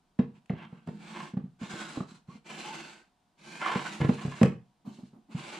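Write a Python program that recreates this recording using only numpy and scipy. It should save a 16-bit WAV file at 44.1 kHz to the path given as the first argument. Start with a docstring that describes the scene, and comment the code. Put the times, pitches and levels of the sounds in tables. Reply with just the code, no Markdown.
"""A wooden drawer is fitted into a tool chest, slid in and out, and bumped shut; then the next one is pulled.
Each knock is a tick, a clack, a boom of the thin drawer bottom and a ring of the case, made of fading tones
and coloured noise. The sliding is noise that hisses, scrapes and drones with the speed of the hand;
where the drawer binds, a train of tiny slips makes it judder. A small workshop with a faint hum answers."""
import sys
import numpy as np
from scipy import signal
from scipy.fft import rfft, irfft
from scipy.io import wavfile

SR = 44100
rng = np.random.default_rng(int(sys.argv[2]) if len(sys.argv) > 2 else 0)


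def output_pcm(signal):
    """Save a mono or channel-first signal as 16-bit PCM at the path in sys.argv[1].

    Samples are clipped to [-1, 1] before scaling.
    """
    pcm = np.clip(np.atleast_2d(signal).T, -1, 1) * 32767
    wavfile.write(sys.argv[1], SR, np.round(pcm).astype(np.int16))


N = 246675
TIME = np.arange(N) / SR  # seconds


def gain_of(db):
    """Turns decibels into amplitude."""
    return 10 ** (np.asarray(db) / 20)


def evened(x):
    """Scales a signal to an rms of 1."""
    return x / np.sqrt(np.mean(x ** 2) + 1e-20)


def read(points, hz):
    """Reads values between the points of a table, over log frequency."""
    f, value = np.transpose(points)
    return np.interp(np.log(hz + 1), np.log(f + 1), value)


def add(mix, s, sound):
    """Adds a sound into the mix from second s on, cut off at the end of the mix."""
    part = mix[..., round(s * SR):][..., :sound.shape[-1]]
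    part += sound[..., :part.shape[-1]]


def wander(corner_hz, size=N):
    """Smooth random motion of rms 1; its parts faster than the corner are weak."""
    hz = np.fft.rfftfreq(size, 1 / SR)
    spectrum = rfft(rng.standard_normal(size))
    return evened(irfft(spectrum / (1 + (hz / corner_hz) ** 4), size))


def swell(t, rise):
    """Envelope that reaches 1 after the rise time and dies away."""
    return t / rise * np.exp(1 - t / rise)


def colour(pair, spectrum, peaks=()):
    """Shapes two unrelated signals into one stereo sound of rms 1, partly alike on both sides."""
    # How alike left and right are. Each row: frequency in Hz, likeness (1 is identical).
    likeness = [(30, .1), (70, 0.63), (130, 0.91), (250, 1), (600, 0.68), (1400, 0.29), (3100, 0.83),
                (6500, 0.26), (14000, 0.05)]
    z, hz = rfft(pair), np.fft.rfftfreq(pair.shape[1], 1 / SR)
    same = np.clip(read(likeness, hz), -1, 1)
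    right = same * z[0] + np.sqrt(1 - same ** 2) * z[1]
    z = np.array([z[0], right])
    db = read(spectrum, hz)
    for f, width, lift in peaks:
        db = db + lift / (1 + (2 * (hz - f) / width) ** 2)
    return evened(irfft(z * gain_of(db), pair.shape[1]))


def workshop(hum_db=-2, waver=.5):
    """Still air as soft coloured noise, and a faint hum of steady tones whose phases waver (radians)."""
    # Spectrum of the air. Each row: frequency in Hz, relative level in dB per Hz.
    air_spectrum = [(15, -44), (25, 2), (93, -7), (196, 0.5), (515, -13), (709, -6.5), (978, -8.5),
                    (1150, -12), (2070, -20), (3440, -19), (6540, -25), (9020, -27), (15000, -41)]
    # Tones of the hum. Each row: frequency in Hz, level in dB before hum_db is added.
    hum_tones = [(183.0, -87), (721.4, -83.5), (958.2, -87), (1518, -95), (8950, -103)]
    air = gain_of(-73) * colour(rng.standard_normal((2, N)), air_spectrum)
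    hum = np.zeros(N)
    for f, db in hum_tones:
        tone = np.sqrt(2) * np.sin(2 * np.pi * f * TIME + waver * wander(4))
        hum += gain_of(db + hum_db) * tone
    return air + hum


def room(x, wet_db=-7, first=.006, bass_db=-3):
    """Bench and walls: sparse reflections from `first` seconds on, each band dying at its own speed."""
    # How long the room rings. Each row: frequency in Hz, time to fall by 60 dB in seconds.
    ring_times = [(100, 0.37), (220, 0.29), (500, 0.24), (1500, 0.28), (4000, 0.26), (12000, 0.2)]
    kept = (rng.random((2, SR)) < .1) * (TIME[:SR] > first)
    taps = rng.standard_normal((2, SR)) * kept
    taps = colour(taps, [(200, bass_db), (800, 0.67), (3000, 0.92), (10000, 0.11)])
    hz, t, z = signal.stft(taps, SR, nperseg=256)
    fade = gain_of(-60 * t / read(ring_times, hz)[:, None])
    tail = signal.istft(z * fade, SR, nperseg=256)[1]
    tail = tail / np.linalg.norm(tail[0])
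    return x + gain_of(wet_db) * signal.fftconvolve(x, tail, axes=1)[:, :N]


def fingers(level_db=3, rise=0.024):
    """Fingers feel along the varnished front for the next knob: one short rub of skin for each touch."""
    # Touches. Each row: start in seconds, level in dB before level_db is added.
    touches = [(4.847, -49.5), (4.972, -58), (5.131, -60.5), (5.283, -58)]
    # Sound of the skin. Each row: frequency in Hz, relative level in dB per Hz.
    skin_spectrum = [(100, -19), (210, 17.5), (330, 10.5), (500, -8), (750, 1), (1200, -6), (1500, -20.5),
                     (4000, -34)]
    touch = np.zeros(N)
    for s, db in touches:
        add(touch, s, gain_of(db + level_db) * swell(TIME[:SR // 3], rise))
    return touch * colour(rng.standard_normal((2, N)), skin_spectrum)


def singing(level_db=-2):
    """Friction feeds one resonance of a panel, which swells, glides and fades."""
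    # Each row: start in seconds, length in seconds, first pitch in Hz, last pitch in Hz,
    # level in dB before level_db is added.
    glides = [(1.68, 0.24, 1533, 1460, -48.5), (2.279, 0.06, 1105, 1117, -53.5),
              (2.575, .07, 4190, 4000, -52), (2.618, 0.14, 781, 929, -43.5), (2.678, .15, 350, 324, -49.5),
              (2.52, 0.54, 1498, 1518, -56), (2.693, 0.195, 2727, 2640, -53),
              (3.501, 0.17, 2380, 2640, -50), (3.596, 0.073, 2115, 2080, -39)]
    out = np.zeros(N)
    for s, length, first_hz, last_hz, db in glides:
        u = np.minimum(TIME[:SR] / length, 1)  # progress from 0 to 1
        spread_hz = 12 + .033 * first_hz  # how far the unsteady tone blurs around its pitch
        turn = np.exp(2j * np.pi * np.cumsum(first_hz + (last_hz - first_hz) * u) / SR)
        unsteady = wander(spread_hz, size=SR) + 1j * wander(spread_hz, size=SR)
        tone = evened((turn * unsteady).real)
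        add(out, s, gain_of(db + level_db) * np.sin(np.pi * u) * tone)
    return out


def squawks(rows, rough):
    """A board, let go or jolted, sings for a few cycles; `rough` is how far its pitch strays (share)."""
    t, out = np.arange(SR // 5) / SR, np.zeros(N)
    for s, db, hz, rise in rows:
        turns = np.cumsum(hz * (1 + rough * wander(400, size=len(t)))) / SR
        add(out, s, gain_of(db) * swell(t, rise) ** 2 * np.sin(2 * np.pi * turns))
    return out


def clicks(rise=.0018):
    """A hard edge meets a runner or the back stop with a short bright crack of noise."""
    # Each row: start in seconds, level in dB.
    cracks = [(0.458, -64), (0.873, -56.5), (1.612, -54), (4.43, -29)]
    # Sound of the edge. Each row: frequency in Hz, relative level in dB per Hz.
    edge_spectrum = [(300, -3), (1000, 7), (2700, 10.5), (4000, -1), (7700, -1), (10000, -6.5),
                     (15000, -30.5)]
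    t, out = np.arange(SR // 10) / SR, np.zeros((2, N))
    for s, db in cracks:
        crack = colour(rng.standard_normal((2, len(t))), edge_spectrum)
        add(out, s, gain_of(db) * swell(t, rise) * crack)
    return out


def binds(grab_s=0.02, ease_db_per_s=9, let_go_s=0.019):
    """How hard the drawer sticks over time: each bind grabs quickly, eases a little and lets go."""
    # Each row: start in seconds, length until it lets go in seconds, strength in dB.
    sticking = [(0.559, 0.092, -57.5), (1.135, .07, -44.5), (1.236, 0.018, -49), (1.615, .04, -52),
                (1.793, 0.031, -49), (1.935, 0.022, -50.5), (2.488, 0.028, -47.5), (3.604, 0.14, -36.5),
                (3.653, 0.057, -36.5), (3.749, 0.053, -39), (3.839, 0.029, -41), (3.997, .05, -40),
                (4.172, 0.058, -48), (4.306, 0.019, -48), (5.528, .02, -50)]
    t, power = np.arange(SR // 2) / SR, np.zeros(N)
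    for s, length, db in sticking:
        shape = np.minimum(t / grab_s, 1) * np.exp(-np.maximum(t - length, 0) / let_go_s)
        add(power, s, (shape * gain_of(db - ease_db_per_s * t)) ** 2)
    return np.sqrt(power)


def judder(level_db=1, slips_per_s=350, jitter=.22, size_db=4, soft_hz=4500):
    """Stick and slip: an uneven train of tiny releases rings the drawer's sides."""
    # Resonances of the sides. Each row: frequency in Hz, width in Hz, relative level in dB.
    side_modes = [(1015, 70, 0), (1069, 70, 3.5), (1366, 70, -4.5), (1702, 30, 1), (1583, 110, -8.5),
                  (2115, 100, -4), (2350, 40, -13), (2650, 100, -15), (2950, 130, -15)]
    turns = np.cumsum(slips_per_s * np.exp(jitter * wander(204.1))) / SR
    slips = np.diff(np.floor(turns), prepend=0)  # one pulse at each whole turn
    slips = slips * gain_of(size_db * wander(99))
    slips = signal.lfilter(*signal.butter(2, soft_hz, fs=SR), slips)  # wood yields, so no release is sudden
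    t = np.arange(SR // 10) / SR
    ring = np.zeros(len(t))
    for f, width, db in side_modes:
        ring += gain_of(db) * width * np.exp(-np.pi * width * t) * np.cos(2 * np.pi * f * t)
    return gain_of(level_db) * evened(signal.oaconvolve(slips, ring)[:N]) * binds()


def speed(start, rise, steady, fall, start_curve=0.94, stop_curve=2.65):
    """One stroke, 0-1: the hand starts briskly, keeps its pace and eases out to rest."""
    up = np.clip((TIME - start) / rise, 0, 1)
    down = np.clip((TIME - start - rise - steady) / fall, 0, 1)
    return np.sin(np.pi / 2 * up) ** start_curve * np.sin(np.pi / 2 * (1 - down)) ** stop_curve


def strokes():
    """Strength of hiss, scrape and drone over time: all follow the speed of the stroke under way."""
    # Strokes of the hand. Each row: start, speeding up, steady and slowing down, all in seconds,
    # then hiss, scrape and drone of the drawer bottom, in dB before the trims in sliding().
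    hand_moves = [(0.33, 0.044, .005, 0.034, -80, -69, -64), (0.531, 0.096, 0.011, .07, -83, -53.5, -55.5),
                  (0.66, 0.06, 0.039, 0.19, -82, -67, -60), (0.86, 0.019, 0.11, 0.16, -73, -68, -50),
                  (0.968, .21, 0.016, 0.19, -56.5, -48.5, -50.5),
                  (1.587, 0.21, 0.025, 0.33, -50.5, -45.5, -51.5),
                  (2.04, 0.093, 0.014, 0.086, -63.5, -60.5, -59),
                  (2.268, 0.075, .005, 0.072, -66, -59.5, -55), (2.439, 0.17, 0.052, 0.49, -51, -45.5, -54),
                  (3.371, 0.37, .17, 0.29, -51.5, -47, -52), (3.92, 0.15, 0.32, 0.067, -57, -51.5, -53.5),
                  (4.85, 0.029, 0.033, 0.32, -66.5, -67.5, -66.5), (5.287, .24, .1, .2, -54, -47, -56)]
    drive = np.zeros((3, N))
    for start, rise, steady, fall, *levels_db in hand_moves:
        stroke = np.outer(gain_of(levels_db), speed(start, rise, steady, fall))
        drive = np.maximum(drive, stroke)
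    return drive


def overhang(x, depth_db, width_hz, hold):
    """Lets bands rise and sink at random, like the boards' resonances as the drawer's free length changes."""
    hz, t, z = signal.stft(x, SR, nperseg=1024)

    def blur(axis, reach):
        """Weights that smooth along one axis."""
        return np.exp(-((axis[:, None] - axis) / reach) ** 2)

    field = evened(blur(hz, width_hz) @ rng.standard_normal(z.shape[1:]) @ blur(t, hold))
    bass_guard = np.minimum(hz / 1000, 1)[:, None]  # less change below 1000 Hz
    return evened(signal.istft(z * gain_of(depth_db * field * bass_guard), SR, nperseg=1024)[1][:, :N])


def sliding(hiss_db=1, scrape_db=1, drone_db=1, grain_db=1.27, uneven_db=1.64, catch_db=1.26, bind_db=-42):
    """Countless fibres catch and let go: speed makes hiss and drone, pressure drives the drawer's resonances."""
    # Wood rubbing on wood. Each row of these three: frequency in Hz, relative level in dB per Hz.
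    hiss_spectrum = [(1500, -14.5), (3200, -3), (4100, 2), (5400, -4.5), (6300, -4), (7800, -2.5),
                     (8500, -12), (9100, -8.5), (10000, -16.5), (10800, -16.5), (11600, -27.5),
                     (13400, -26.5), (15000, -39.5)]
    scrape_spectrum = [(110, -31.5), (270, -7.5), (340, -7.5), (540, -6), (900, -0.5), (1220, -5.5),
                       (1550, 0), (1850, -8), (2700, -3.5), (3400, -12), (6000, -51)]
    drone_spectrum = [(40, -30.5), (115, -21), (150, 5.5), (205, 8), (270, -1.5), (400, -16.5), (1000, -54)]
    # Resonances of the sliding drawer. Each row: frequency in Hz, width in Hz, lift in dB.
    drawer_peaks = [(328.8, 93, 12), (968, 250, 1.5), (1680, 29, -1), (2135, 160, 3.5), (2370, 71, 1)]
    grip = evened(gain_of(grain_db * wander(580) + uneven_db * wander(26)))
    hiss = colour(grip * rng.standard_normal((2, N)), hiss_spectrum)
    scrape = colour(grip * rng.standard_normal((2, N)), scrape_spectrum, drawer_peaks)
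    drone = colour(grip * rng.standard_normal((2, N)), drone_spectrum)
    hiss = overhang(hiss, depth_db=2.7, width_hz=60, hold=.15)
    scrape = overhang(scrape, depth_db=2.8, width_hz=45, hold=.1)
    pace, weight, flex = strokes()
    pressure = np.hypot(weight, gain_of(-3) * binds())  # a bind's extra pressure also drives the scrape
    binding = np.minimum(pressure / gain_of(bind_db), 1)  # pressed hard, the wood catches in coarse jerks
    jerks = gain_of(catch_db * binding * wander(140))
    out = gain_of(hiss_db) * pace * hiss
    out += gain_of(scrape_db) * pressure * jerks * scrape
    return out + gain_of(drone_db) * flex * drone


def knocks(boom_db=0, case_db=-2.0, upper_db=-0.5, clack_db=-14, tick_db=-45, boom_rise=0.00724,
           case_rise=0.0047, clack_rise=0.0047, tick_rise=0.0017, place_db=1.5, soften=0.29):
    """Each knock: a tick at the contact, a clack of the boards, the boom of the bottom, the ring of the case."""
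    # Knocks of drawer on case; the rows from 4.872 to 5.13 s are soft bumps of the fingers on the front. # Each
    # row: start in seconds, strength in dB, boom pitch in Hz, hardness in dB (0 is a usual blow, less is
    # duller).
    blows = [(0.189, -17.5, 213, 0.5), (0.498, -23, 183, -0.5), (0.53, -31, 145, -3),
             (0.725, -39.5, 173, 0), (0.872, -35, 190, 4), (0.884, -32, 170, 2.5), (1.335, -31, 201, -5.5),
             (1.367, -23, 190, -8), (1.437, -31.5, 188, -15.5), (1.612, -33, 236, -1), (1.63, -32, 198, -9),
             (1.735, -37, 180, 8), (1.97, -27.5, 282, 3), (2.003, -28.5, 186, 3), (2.114, -45, 218, -14),
             (2.283, -39, 172, -6), (2.351, -46, 218, 2), (3.755, -23.5, 201, 3), (4.001, -29, 140, 7),
             (4.014, -21.5, 145, 5), (4.044, -21.5, 141, 4.5), (4.089, -14.5, 211, 1.5),
             (4.248, -25, 160, 0), (4.276, -30.5, 147, 4), (4.412, -11.5, 218, 0.5),
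             (4.43, -9.5, 195.5, -4), (4.477, -24.5, 176.5, -10.5), (4.872, -33.5, 211, -11),
             (4.983, -44.5, 211, -7), (5.03, -37, 209, -12), (5.13, -48, 213, -2), (5.346, -25.5, 166, -15)]
    # Tones of the case. Each row: frequency in Hz, relative level in dB, time to fall by 60 dB in seconds.
    case_modes = [(84, -26, 0.27), (125, -13, 0.15), (138.3, -11.5, 0.21), (170, -25, .14),
                  (197, -24.5, 0.1), (242, -10, 0.17), (337.4, -23.5, 0.3), (384.8, -26, 0.26),
                  (429.5, -21.5, 0.19), (470, -24.5, 0.26), (532.7, -25, 0.12), (604.7, -24.5, .18),
                  (796, -24, 0.12), (1060, -27, 0.09), (1705, -37.5, 0.14), (1886, -40, 0.19),
                  (2643, -44.5, .16)]
    # Crowded upper modes of the boards, then the hard contact itself.
    # Each row: frequency in Hz, relative level in dB per Hz.
    clack_spectrum = [(70, -11.5), (130, -5.5), (210, -7.5), (330, 8.5), (500, 2.5), (750, 0), (1070, -5),
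                      (1400, -9.5), (2700, -20.5), (4000, -25), (9000, -51)]
    tick_spectrum = [(1000, -30), (3000, -7), (5000, 11.5), (7700, 14.5), (10000, -2), (15000, -14.5)]
    t, out = np.arange(SR // 3) / SR, np.zeros((2, N))
    mode_hz, mode_db, t60 = np.transpose(case_modes)[:, :, None]
    upper = np.clip(np.log2(mode_hz / 240), 0, 1)  # 0 for low modes, 1 for those that need a hard blow
    for s, blow_db, hz, hard_db in blows:
        boards_db = blow_db + hard_db
        contact = gain_of(-soften * hard_db)  # a duller blow has a longer contact
        grain = rng.standard_normal((2, 2, len(t)))
        share, turn = 2 * rng.random((2, len(case_modes), 1)) - 1  # set by where the blow lands
        drive_db = (1 - upper) * (blow_db + case_db) + upper * (boards_db + upper_db) + place_db * share
        phase = 2 * np.pi * (mode_hz * (t - boom_rise) + upper * turn)  # the low modes swing with the bottom
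        ring = (gain_of(mode_db + drive_db - 60 * t / t60) * np.sin(phase)).sum(0)
        ring *= 1 - np.exp(-(t / (case_rise * contact)) ** 2)  # soft onset
        boom = swell(t, boom_rise) ** 2 * np.sin(2 * np.pi * hz * (t - boom_rise))
        clack = swell(t, clack_rise * contact) * colour(grain[0], clack_spectrum)
        tick = swell(t, tick_rise) * colour(grain[1], tick_spectrum)
        add(out, s, gain_of(blow_db + boom_db) * boom + ring)
        add(out, s, gain_of(boards_db + clack_db) * clack)
        add(out, s, gain_of(boards_db + tick_db) * tick)
    return out


def scene():
    """The chest on its bench in the workshop, heard a little from the right."""
    # Single hard slips that squawk, then neighbouring drawers jolted by the hardest bumps; the last row is a
    # second swell of the first knock's boom. # Each row: start in seconds, level in dB, pitch in Hz, rise in
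    # seconds.
    hard_slips = [(0.496, -37.5, 2120, 0.0013), (0.496, -43, 2760, 0.00071), (2.004, -34, 1125, 0.0022),
                  (3.615, -32.5, 1368, 0.012), (3.661, -20.5, 1056, 0.0037), (3.69, -30.5, 1000, 0.0085),
                  (3.850, -38, 1502, 0.014), (1.199, -37, 1032, 0.0052), (4.430, -23, 1080, 0.0018)]
    jolted_drawers = [(4.431, -22, 516, 0.0044), (4.452, -25.5, 440, 0.0092), (4.456, -39.5, 560, 0.0079),
                      (4.488, -38, 290, 0.01), (4.432, -16.5, 140, 0.012), (0.192, -20.5, 229.7, 0.008)]
    # Balance of the sides. Each row: frequency in Hz, left minus right in dB.
    side_lean = [(130, -.8), (600, -1), (1150, -3.8), (2200, -.7), (7000, 0)]
    blows = knocks() + clicks() + squawks(hard_slips, rough=0.062) + squawks(jolted_drawers, rough=0.069)
    struck = room(blows, wet_db=-6.5, first=.012, bass_db=-5.5)
    rubs = sliding() + judder() + singing() + fingers()
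    rubbed = room(rubs, wet_db=-10.5, first=0.0041, bass_db=4.5)
    lean_db = np.outer([.5, -.5], read(side_lean, np.fft.rfftfreq(N, 1 / SR)))
    return irfft(rfft(struck + rubbed) * gain_of(lean_db), N) + workshop()


def record(dry, edge_hz=15300):
    """Limits the band: a steep filter takes away the treble above the edge."""
    lowpass = signal.firwin(511, edge_hz, window=("kaiser", 9), fs=SR)
    return signal.oaconvolve(dry, lowpass[None], "same")


dry = scene()
out = record(dry)
output_pcm(out)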